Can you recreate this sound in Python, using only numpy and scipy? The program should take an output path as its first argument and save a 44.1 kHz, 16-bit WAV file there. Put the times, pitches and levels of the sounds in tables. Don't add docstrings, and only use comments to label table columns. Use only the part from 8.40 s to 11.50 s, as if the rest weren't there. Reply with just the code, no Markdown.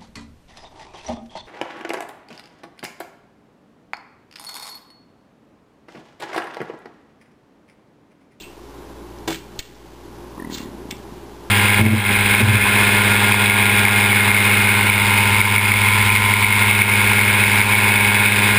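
import sys
import numpy as np
from scipy import signal
from scipy.io import wavfile
from scipy.ndimage import uniform_filter1d

SR = 44100
rng = np.random.default_rng(int(sys.argv[2]) if len(sys.argv) > 2 else 0)


def gain_from_decibels(decibels):
    exponent = np.asarray(decibels, float) / 20
    return 10 ** exponent


def log_audio(samples):
    frames = np.atleast_2d(samples).T
    limited = np.clip(frames, -1, 1)
    pcm = np.round(limited * 32767).astype(np.int16)
    wavfile.write(sys.argv[1], SR, pcm)


N = 136710

# f/Hz, level/dB rms
HUM_LINES = [(58.8, -45), (119.5, -51), (352.5, -53), (411, -52)]
# f/Hz, width/Hz, level/dB rms
AIR_BANDS = [(110.24, 60, -53), (201.5, 64, -48), (289, 50, -47.5), (350.2, 45, -44.5), (410.8, 50, -49.5),
             (545.3, 200, -49), (820, 120, -50.5), (991.7, 180, -49.5), (1434, 500, -54.5),
             (2497, 3000, -56), (34.94, 30, -59)]
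# f/Hz, level/dB, t60/s
TABLE_MODES = [(159.7, -14, 0.44), (264.5, -9.5, .2), (327.5, -3.5, 0.36), (333, -10.5, .2),
               (421, -6, 0.18), (515, -25, 0.038), (748, -7.5, 0.15), (887, -6, 0.032), (973, -5, .08),
               (1110, -18.5, 0.059)]
# t/s, level/dB
CREAK_SLIPS = [(1.865, -31), (1.893, -39), (1.922, -36.5), (1.975, -26), (1.996, -24), (2.018, -18.5),
               (2.043, -19.5), (2.069, -19.5), (2.095, -19.5), (2.121, -21), (2.145, -22.5), (2.172, -26),
               (2.201, -19.5), (2.227, -23), (2.254, -22), (2.283, -27.5), (2.313, -27.5), (2.345, -25),
               (2.379, -26), (2.413, -25.5), (2.45, -24), (2.485, -25.5), (2.523, -22), (2.563, -27),
               (2.597, -28.5), (2.719, -25.5)]
# t/s, level/dB, f/Hz
BLADE_SQUEAKS = [
    (1.975, -29, 1080),
    (1.988, -34, 1020),
    (1.9965, -31, 1830),
    (2.021, -34, 1800),
    (2.045, -30, 1970),
    (2.071, -39, 1950),
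    (2.095, -39, 1940),
    (2.174, -39, 1850),
    (2.256, -42, 1900),
]
# t/s, rise/s, hold/s, fall/s, level/dB, f/Hz, width/Hz
EDGE_SCRAPES = [
    (.877, .001, .025, .02, -29, 2600, 5000),
    (.905, .022, .006, .004, -30, 4000, 4500),
    (.944, .002, .004, .035, -34, 3300, 5000),
    (.877, .001, .015, .02, -29, 600, 500),
    (1.194, .002, .01, .04, -34, 2900, 2500),
    (-.01, .005, .025, .025, -37, 3900, 3000),
    (2.085, .03, .09, .02, -41, 2600, 5000),
    (2.108, .032, .01, .007, -32, 3950, 1300),
    (2.164, .008, .008, .012, -39, 3700, 3000),
    (2.215, .015, .008, .008, -44, 3900, 3000),
]
# t/s, level/dB, f/Hz, width/Hz, crack length/s
BREAKS = [(.002, -28, 2700, 500, .012), (.009, -26, 3500, 700, .008), (.03, -28, 2650, 450, .02),
          (.786, -33, 4800, 2000, .001), (.8765, -14, 2600, 7000, .005), (.8782, -14, 1400, 3000, .005),
          (.9272, -17, 2100, 2500, .004), (.9312, -21, 3800, 3000, .003), (.9455, -17, 2400, 2000, .004),
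          (1.1913, -12, 3850, 2000, .004), (1.193, -18, 4600, 2500, .005), (1.1925, -22, 2200, 1000, .004),
          (1.139, -38, 2200, 1500, .001), (1.355, -35, 4000, 3000, .001), (2.5068, -24, 2800, 2500, .003),
          (2.5098, -19, 3550, 800, .003), (2.5104, -20, 5300, 1200, .002), (2.5104, -21, 2400, 1000, .002),
          (2.5148, -21, 2600, 900, .002), (2.5215, -31, 2100, 700, .004), (2.568, -33, 5200, 1500, .001)]
# f/Hz, level/dB, t60/s
BLADE_MODES = [(1990, -5, .05), (2150, -8, .04), (2440, -7, .05), (2690, -4, .07), (2850, -8, .04),
               (3435, -3, .07), (3590, -5, .04), (4100, -5, .04), (4600, -3, .05), (4900, -6, .04)]
# t/s, depth/dB
GAIN_DUCKS = [
    (-.03, 7),
    (.95, 4.5),
    (1.195, 10),
    (2.521, 1.5),
]


def svf(x, hz, width_hz):
    return signal.lfilter(*signal.iirpeak(hz, hz / width_hz, SR), x)


def svf2(x, hz, width_hz):
    return svf(svf(x, hz, width_hz), hz, width_hz)


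def unit(x):
    return x / np.sqrt(np.mean(x ** 2))


def walk(rate_hz):
    k = int(SR / rate_hz)
    held = np.repeat(rng.standard_normal(N // k + 1), k)
    return unit(uniform_filter1d(uniform_filter1d(held, k), k)[:N])


def ring(modes, u, signs):
    out = np.zeros(len(u))
    for (hz, db, t60_s), sign in zip(modes, signs):
        out += sign * gain_from_decibels(db - 60 * u / t60_s) * np.sin(2 * np.pi * hz * u)
    return out


def blade_ring(u):
    return ring(BLADE_MODES, u, (-1) ** np.arange(len(BLADE_MODES)))


def add(out, start_s, x):
    i = int(round(start_s * SR))
    out[i:i + len(x)] += x[:N - i]


def fan(t):
    out = np.zeros(N)
    for hz, db in HUM_LINES:
        out += np.sqrt(2) * gain_from_decibels(db + 1.2 * walk(6)) * np.sin(2 * np.pi * hz * t)
    flicker_db = .7
    for hz, width_hz, db in AIR_BANDS:
        air = svf2(rng.standard_normal(N), hz, 1.5 * width_hz)
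        out += gain_from_decibels(db + flicker_db * walk(8)) * unit(air)
    return out


def table_knock():
    out, u = np.zeros(N), np.arange(SR // 2) / SR
    onset = 1 - np.exp(-u / 0.0013)
    add(out, .8765, gain_from_decibels(-17.5) * ring(TABLE_MODES, u, -np.ones(len(TABLE_MODES))) * onset)
    return out


def air_puff():
    out, u = np.zeros(N), np.arange(SR // 2) / SR
    length_s = .0025
    add(out, 1.1915, -gain_from_decibels(-25) * u / length_s * np.exp(1 - u / length_s))
    return out


def soft_thump(u, hz, rise_s, t60_s):
    envelope = np.minimum(u / rise_s, 1) ** 2 * gain_from_decibels(-60 * np.maximum(u - rise_s, 0) / t60_s)
    return envelope * np.cos(2 * np.pi * hz * (u - rise_s))


def creak():
    out, u = np.zeros(N), np.arange(SR // 10) / SR
    rise_s, t60_s, scatter = .005, .018, 0.057
    pitch = 1 + scatter * rng.standard_normal((len(CREAK_SLIPS), 2))
    for (start_s, db), (low, high) in zip(CREAK_SLIPS, pitch):
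        thump = soft_thump(u, 247.2 * low, rise_s, t60_s)
        overtone = gain_from_decibels(-14) * soft_thump(u, 950 * high ** 2, rise_s, t60_s)
        add(out, start_s, gain_from_decibels(db) * (thump + overtone))
    return out


def squeaks():
    out, u = np.zeros(N), np.arange(SR // 10) / SR
    for start_s, db, hz in BLADE_SQUEAKS:
        rough = 1 + .3 * walk(600)[:len(u)]
        add(out, start_s, gain_from_decibels(db) * soft_thump(u, hz, .004, .028) * rough)
    return out


def scrapes(t):
    out = np.zeros(N)
    grains_per_s, grain_db, ring_db = 4500, 2.8, -7
    for start_s, rise_s, hold_s, fall_s, db, hz, width_hz in EDGE_SCRAPES:
        rise = np.clip((t - start_s) / rise_s, 0, 1) ** 2
        fall = np.exp(-np.maximum(t - start_s - rise_s - hold_s, 0) / fall_s)
        size = gain_from_decibels(grain_db * np.minimum(rng.exponential(size=N), 3))
        grains = (rng.random(N) < grains_per_s / SR) * rng.standard_normal(N) * size
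        edge = unit(svf2(grains + .2 * rng.standard_normal(N), hz, 1.5 * width_hz))
        out += gain_from_decibels(db + 3.0 * walk(200)) * rise * fall * edge
    body = blade_ring(np.arange(SR // 8) / SR)
    body = body / np.sqrt(np.sum(body ** 2)) / 3
    return out + gain_from_decibels(ring_db) * signal.fftconvolve(out, body)[:N]


def ticks():
    out, u = np.zeros(N), np.arange(SR // 8) / SR
    body = blade_ring(u)
    splinter, ring_db = .09, -17
    for start_s, db, hz, width_hz, length_s in BREAKS:
        splinters = splinter * rng.standard_normal(len(u)) * np.exp(-u / length_s)
        crack = svf2(splinters - (u == 0), hz, width_hz)
        rung = signal.fftconvolve(crack, body)[:len(u)]
        crack_and_ring = crack / abs(crack).max() + gain_from_decibels(ring_db) * rung / abs(rung).max()
        add(out, max(start_s, 0), gain_from_decibels(db) * crack_and_ring)
    return out


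def room(x):
    u = np.arange(SR // 2) / SR
    tail_db, t60_s = -14, .35
    tail = svf(svf(rng.standard_normal(len(u)), 2500, 3000), 2700, 4000) * gain_from_decibels(-60 * u / t60_s)
    return x + gain_from_decibels(tail_db) * signal.fftconvolve(x, unit(tail) / np.sqrt(len(u)))[:N]


def scene():
    t = np.arange(N) / SR
    cutting = room(ticks() + scrapes(t))
    return (cutting + squeaks() + creak() + air_puff() + table_knock() + fan(t))[None]


def roll_off(x):
    return signal.sosfilt(signal.butter(12, 16490, fs=SR, output="sos"), x)


def record(dry):
    t = np.arange(N) / SR
    attack_s, recover_db_per_s = 0.013, 16
    ducks_db = []
    for start_s, depth_db in GAIN_DUCKS:
        attack = np.clip((t - start_s) / attack_s, 0, 1)
        ducks_db.append(attack * np.maximum(depth_db - recover_db_per_s * (t - start_s), 0))
    x = dry * gain_from_decibels(-np.max(ducks_db, axis=0))
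    x = signal.sosfiltfilt(signal.ellip(6, .2, 30, 5450, fs=SR, output="sos"), x)
    rate_hz, steps, offset = 11024, 128, -.0023
    held = (np.floor(t * rate_hz) * SR / rate_hz).astype(int)
    x = np.round((x[:, held] + offset) * steps) / steps
    x = signal.sosfiltfilt(signal.ellip(8, .1, 40, 15300, fs=SR, output="sos"), x)
    return roll_off(x)


dry = scene()
out = record(dry)
log_audio(out)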